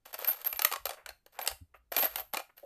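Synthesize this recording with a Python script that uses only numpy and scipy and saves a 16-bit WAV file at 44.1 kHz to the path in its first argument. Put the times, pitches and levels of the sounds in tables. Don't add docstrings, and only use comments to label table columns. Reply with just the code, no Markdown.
import sys
import numpy as np
from scipy import signal
from scipy.fft import rfft, irfft, next_fast_len
from scipy.io import wavfile
from scipy.ndimage import uniform_filter1d

SR = 44100
rng = np.random.default_rng(int(sys.argv[2]) if len(sys.argv) > 2 else 0)


def pcm_store(signal):
    levels = np.round(np.clip(np.atleast_2d(signal), -1, 1) * 32767)
    wavfile.write(sys.argv[1], SR, levels.astype(np.int16).T)


N = 116865
T = np.arange(SR // 4) / SR
ATTACK = 1 - np.exp(-T / .0007)


def amp(db):
    return 10 ** (np.asarray(db) / 20)


def unit(x):
    return x / np.sqrt(np.mean(x ** 2) + 1e-20)


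def unit_onset(x):
    return x / np.sqrt(np.mean(x[:SR // 125] ** 2) + 1e-20)


def along(points, hz):
    freqs, values = np.transpose(points)
    return np.interp(np.log(hz + 1), np.log(freqs + 1), values)


def colour(x, gain):
    size = 2 * next_fast_len(len(x) // 2 + 600, real=True)
    cepstrum = irfft(np.log(np.maximum(gain(np.fft.rfftfreq(size, 1 / SR)), 1e-6)))
    cepstrum[1:size // 2] *= 2
    cepstrum[size // 2 + 1:] = 0
    return irfft(rfft(x, size) * np.exp(rfft(cepstrum)))[:len(x)]


def shaped(x, spectrum):
    return unit(colour(x, lambda hz: amp(along(spectrum, hz))))


def fade(t, t60):
    return amp(-60 * np.maximum(t, 0) / t60)


def gate(length_s, rise_s, release_t60):
    return (1 - np.exp(-T / rise_s)) * fade(T - length_s, release_t60)


def add(bus, start_s, x):
    part = bus[max(round(start_s * SR), 0):][:len(x)]
    part += x[:len(part)]


def burst(spectrum, t60):
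    return unit_onset(shaped(rng.standard_normal(len(T)) * fade(T, t60) * ATTACK, spectrum))


def mode(hz, t60):
    return np.sin(2 * np.pi * hz * T) * fade(T, t60)


def scatter(spectrum, t60, count):
    edges = np.linspace(spectrum[1][0], spectrum[-2][0], count + 1)
    pitches = edges[:-1] + np.diff(edges) * rng.random(count)
    modes = sum(rng.choice([-1, 1]) * amp(along(spectrum, hz)) * mode(hz, t60) for hz in pitches)
    return unit_onset(modes * ATTACK)


def flutter(samples):
    return unit(uniform_filter1d(uniform_filter1d(rng.standard_normal(len(T)), samples), samples))


# freq_hz, gain_db
BACKGROUND_SPECTRUM = [(30, 5.5), (100, -2.5), (600, -15.5), (3000, -26), (14000, -31)]

def background(level_db=-79):
    return amp(level_db) * shaped(rng.standard_normal(N), BACKGROUND_SPECTRUM)


# pitch_hz, width_hz, relative_db
PANEL_MODES = [(588, 75, 2), (776, 41, 0.5), (1190, 710, 4), (1894, 92, 4), (2355, 61, 1.5),
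               (2830, 31, 2.5), (4560, 330, 5.5)]

def box(x, trim_db=-1, low_cut_hz=340):
    def gain(freq):
        peaks = sum(amp(db + trim_db) ** 2 / (1 + (2 * (freq - hz) / width_hz) ** 2)
                    for hz, width_hz, db in PANEL_MODES)
        return np.sqrt(1 + peaks) / np.sqrt(1 + (low_cut_hz / (freq + 1)) ** 6)
    return colour(x, gain)


# freq_hz, gain_db
THUMP_SPECTRUM = [(120, -18.5), (260, -6), (390, -8), (520, 1), (820, 0.5), (1000, -4), (1300, -2.5),
                  (1700, -3.5), (2600, -21)]
CRACK_SPECTRUM = [(900, -28.5), (1600, -4.5), (2400, 2), (3400, 0), (4600, -4.5), (6000, -4.5),
                  (8500, -4.5), (11300, -6), (12500, -13)]
CHINK_SPECTRUM = [(9000, -25), (11400, -11), (12300, -5.5), (12700, 2.5), (13300, -1), (14150, -4.5),
                  (14400, -13)]
# start_s, length_s, cardboard_db, metal_db
COIN_SLIDES = [(0.052, 0.0092, -47.5, -51), (0.069, 0.043, -58.5, -65), (0.132, 0.02, -42, -53.5),
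               (0.179, 0.14, -46.5, -50), (.274, 0.016, -38, -30.5), (0.296, 0.048, -49.5, -46),
               (.35, 0.075, -54, -59.5), (.448, 0.03, -42.5, -40), (0.484, 0.092, -57, -53),
               (0.667, 0.044, -67.5, -60), (0.908, 0.038, -50, -72.5), (1.321, 0.052, -65, -67.5),
               (1.391, 0.055, -52.5, -53.5), (1.487, 0.038, -49, -57.5), (1.746, 0.027, -78, -72.5),
               (1.927, 0.037, -44, -51.5), (1.975, 0.0916, -37.5, -35), (2.072, 0.0978, -53, -58.5),
               (2.163, 0.051, -47.5, -42.5), (2.327, 0.01, -49, -64.5), (2.341, 0.0604, -47, -60.5),
               (2.565, 0.035, -64, -60), (2.601, .05, -71, -73)]

def slides(taps_per_s=2200, spread_db=4, grain_t60=.0044):
    out = np.zeros(N)
    for start_s, length_s, cardboard_db, metal_db in COIN_SLIDES:
        taps = (rng.random(len(T)) < taps_per_s / SR) * amp(rng.normal(0, spread_db, len(T)))
        power = signal.fftconvolve(taps ** 2, fade(T, grain_t60) ** 2)[:len(T)]
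        grains = np.sqrt(np.abs(power)) * gate(length_s, rise_s=.003, release_t60=.04)
        length_gain = np.sqrt(length_s / T[-1])
        for spectrum, db in [(THUMP_SPECTRUM, cardboard_db - 7), (CRACK_SPECTRUM, cardboard_db - 5.5),
                             (CHINK_SPECTRUM, metal_db)]:
            chatter = shaped(grains * rng.standard_normal(len(T)), spectrum)
            add(out, start_s, amp(db) * length_gain * chatter)
    return box(out)


# start_s, thump_db, crack_db, chink_db, pitch_hz
COIN_KNOCKS = [(0.1291, -52, -54, -46, 720), (0.1413, -46, -43, -39, 640), (0.1889, -46.5, -70, -39, 640),
               (0.2214, -42.5, -59, -56, 517), (0.2455, -39.5, -38, -33.5, 2420),
               (0.331, -50.5, -46, -43.5, 810), (0.4151, -64, -53, -46, 1100), (0.4464, -49, -44, -38, 880),
               (0.5269, -42, -42, -33.5, 2340), (0.5595, -58, -50, -44, 1870),
               (0.5922, -37, -30.5, -37.5, 857), (0.6191, -39, -33.5, -26.5, 1290),
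               (0.6477, -30, -23, -19, 1230), (0.671, -50, -42, -44.5, 1190), (0.7147, -39, -39, -45, 793),
               (0.7236, -39.5, -34.5, -36.5, 1220), (0.736, -34, -37.5, -42.5, 1110),
               (0.7592, -38, -39, -55.5, 1100), (0.8547, -36.5, -34, -32, 543),
               (0.867, -41, -41.5, -41, 1306), (0.8921, -39, -39.5, -44.5, 722),
               (0.9071, -42, -42, -57, 559), (1.0606, -45.5, -43.5, -53, 1475),
               (1.0899, -45.5, -45.5, -50, 4200), (1.1045, -52, -58, -67, 1566),
               (1.262, -57, -59, -61.5, 534), (1.3893, -35.5, -42.5, -50, 775),
               (1.414, -46.5, -43, -42.5, 680), (1.4469, -44.5, -56, -59.5, 708),
               (1.4621, -45.5, -40.5, -38.5, 910), (1.4747, -33.5, -31.5, -32.5, 2747),
               (1.4859, -63, -40.5, -47, 1160), (1.5134, -45, -50, -47, 778),
               (1.9188, -37.5, -49.5, -40.5, 559), (1.9225, -44, -42, -38.5, 782),
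               (1.9645, -30, -28, -26, 2380), (1.9856, -38.5, -36.5, -27.5, 960),
               (1.9916, -40.5, -36, -31, 486), (2.0253, -39, -35, -36.5, 776),
               (2.0338, -32.5, -38, -38.5, 664), (2.0433, -46, -36.5, -30.5, 685),
               (2.0536, -36.5, -49.5, -27, 640), (2.1576, -42, -35.5, -32.5, 840),
               (2.184, -41, -46, -49, 790), (2.1966, -47, -46, -39.5, 632), (2.336, -37.5, -40, -35, 814),
               (2.344, -35.5, -36.5, -51, 847), (2.37, -34.5, -33.5, -39, 2384),
               (2.4002, -43, -51.5, -51.5, 782), (2.5787, -64.5, -60, -53.5, 2890)]

def knocks():
    out = np.zeros(N)
    for start_s, thump_db, crack_db, chink_db, pitch_hz in COIN_KNOCKS:
        spot = unit_onset(mode(pitch_hz, t60=.026) * ATTACK)
        thump = box(burst(THUMP_SPECTRUM, t60=.045) + amp(2.5) * spot)
        crack = burst(CRACK_SPECTRUM, t60=.021) + amp(-4) * scatter(CRACK_SPECTRUM, t60=.014, count=11)
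        chink = burst(CHINK_SPECTRUM, t60=.018) + amp(-2) * scatter(CHINK_SPECTRUM, t60=.026, count=5)
        for layer, db in [(thump, thump_db + 1), (box(crack), crack_db), (chink, chink_db)]:
            add(out, start_s, amp(db) * unit_onset(layer))
    return out


# start_s, length_s, level_db, pitch_hz
COIN_RINGS = [(.272, .012, -24, 12540), (.282, .034, -26, 12612), (.458, .017, -26, 12620),
              (0.486, 0.044, -40, 12605), (0.564, 0.011, -37, 12610), (1.422, 0.0072, -33.5, 12600),
              (1.966, .018, -31, 12600), (1.998, .028, -25, 12612), (2.044, .012, -28, 12580),
              (2.043, .012, -29, 13190), (2.195, 0.0077, -31, 12720)]

def rings(ring_t60=.44, waver_rad=.3, flutter_db=2.5, neighbour_db=-8):
    out = np.zeros(N)
    for start_s, length_s, level_db, pitch_hz in COIN_RINGS:
        tone = np.sin(2 * np.pi * pitch_hz * T + waver_rad * flutter(samples=90))
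        tumbling = unit(tone * amp(flutter_db * flutter(samples=130)))
        neighbours = amp(neighbour_db) * scatter(CHINK_SPECTRUM, ring_t60, count=7)
        envelope = fade(T, ring_t60) * gate(length_s, rise_s=.0049, release_t60=.035)
        add(out, start_s, amp(level_db) * (tumbling + neighbours) * envelope)
    return out


# centre_s, width_s, level_db
GRIP_SHIFTS = [(0.553, 0.024, -58.5), (0.831, 0.063, -54), (1.116, 0.1, -65), (1.536, 0.034, -51.5),
               (1.8, 0.2395, -68), (2.013, 0.035, -60.5), (2.201, 0.18, -63.5)]
# freq_hz, gain_db
RUMBLE_SPECTRUM = [(38, -16), (54, 8), (72, -8.5), (110, -20.5), (200, -33.5), (500, -65.5)]

def hand():
    t = np.arange(N) / SR
    effort = sum(amp(db) * np.exp(-2 * ((t - centre_s) / width_s) ** 2)
                 for centre_s, width_s, db in GRIP_SHIFTS)
    return effort * shaped(rng.standard_normal(N), RUMBLE_SPECTRUM)


# start_s, length_s, level_db, pitch_hz
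PANEL_SQUEAKS = [(0.913, 0.028, -50.5, 600), (0.968, 0.02, -54.5, 628), (2.198, 0.029, -52.5, 637),
                 (2.629, 0.016, -43, 570)]

def squeaks(waver_rad=.55):
    out = np.zeros(N)
    for start_s, length_s, level_db, pitch_hz in PANEL_SQUEAKS:
        tone = np.sin(2 * np.pi * pitch_hz * T + waver_rad * flutter(samples=110))
        add(out, start_s, amp(level_db) * tone * gate(length_s, rise_s=.0025, release_t60=.04))
    return out


# start_s, length_s, start_db, end_db
RUB_STROKES = [(0.969, 0.1, -53, -76), (1.068, 0.033, -54, -58.5), (1.338, 0.098, -65, -50.5),
               (1.74, 0.03, -48, -65.5), (2.491, 0.013, -59.5, -59.5)]
# freq_hz, gain_db
RUB_SPECTRUM = [(150, -13), (300, -16), (550, 2), (1100, 0), (1750, 0), (2700, -7), (4400, -31)]

def rubs():
    out = np.zeros(N)
    for start_s, length_s, start_db, end_db in RUB_STROKES:
        level = amp(np.interp(T, [0, length_s], [start_db, end_db]))
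        friction = shaped(rng.standard_normal(len(T)), RUB_SPECTRUM)
        add(out, start_s, level * friction * gate(length_s, rise_s=.0031, release_t60=.018))
    return out


# freq_hz, gain_db
SLOT_SPECTRUM = [(600, -35), (3000, -9.5), (4700, -0.5), (10500, -3.5), (12500, -14)]

def slot(start_s=1.475, level_db=-27.5):
    out = np.zeros(N)
    add(out, start_s, amp(level_db) * burst(SLOT_SPECTRUM, t60=.014))
    return out


# pitch_hz, level_db, t60_s
CUSHION_MODES = [(83.6, -30.5, 0.084), (184, -48, 0.086), (270, -41.5, 0.067)]

def drop(start_s=1.606, rise_s=.018):
    out = np.zeros(N)
    thud = sum(amp(db) * mode(hz, t60) for hz, db, t60 in CUSHION_MODES)
    add(out, start_s, thud * np.minimum(T / rise_s, 1) ** 2)
    return out


# start_s, level_db, pitch_hz
BOX_BOOMS = [(1.978, -35, 272), (2.031, -33, 280), (2.337, -36, 209), (2.367, -38, 295)]

def booms():
    out = np.zeros(N)
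    for start_s, level_db, pitch_hz in BOX_BOOMS:
        rise = 1 - np.exp(-T * pitch_hz)
        add(out, start_s, amp(level_db) * mode(pitch_hz, t60=.037) * rise)
    return out


# freq_hz, t60_s
ROOM_DECAY = [(200, 0.01), (700, 0.195), (2000, 0.215), (6000, 0.215), (13000, 0.26)]
# freq_hz, gain_db
ROOM_SPECTRUM = [(700, -9.5), (2500, -10), (7000, -11), (13000, -14)]

def room(x, positions=8, onset_s=.004):
    out = np.zeros(N)
    for part in np.array_split(np.arange(N), positions):
        hz, t, noise = signal.stft(rng.standard_normal(SR // 2), SR, nperseg=256)
        decay = fade(t, along(ROOM_DECAY, hz)[:, None])
        _, tail = signal.istft(noise * decay, SR, nperseg=256)
        tail *= 1 - np.exp(-np.arange(len(tail)) / SR / onset_s)
        add(out, part[0] / SR, signal.fftconvolve(x[part], tail / np.linalg.norm(tail)))
    return colour(out, lambda hz: amp(along(ROOM_SPECTRUM, hz)))


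def scene(low_cut_hz=170, wide_hz=3500, side_db=-19):
    coins = knocks() + booms() + slides() + rubs() + squeaks() + rings() + slot()
    low_cut = signal.butter(2, low_cut_hz, "high", fs=SR, output="sos")
    coins = signal.sosfilt(low_cut, coins)
    mid = coins + room(coins) + drop() + hand() + background()
    hz = np.fft.rfftfreq(N, 1 / SR)
    treble = 1 / (1 + (wide_hz / (hz + 1)) ** 10)
    side = amp(side_db) * irfft(1j * rfft(mid) * treble, N)
    return np.array([mid + side, mid - side])


def record(dry, edge_hz=14280, top_hz=15200):
    hz = np.fft.rfftfreq(2 * N, 1 / SR)
    gain_db = np.interp(hz, [edge_hz - 60, edge_hz + 100, top_hz, top_hz + 600], [0, -20, -26, -100])
    return irfft(rfft(dry, 2 * N) * amp(gain_db))[:, :N]


dry = scene()
out = record(dry)
pcm_store(out)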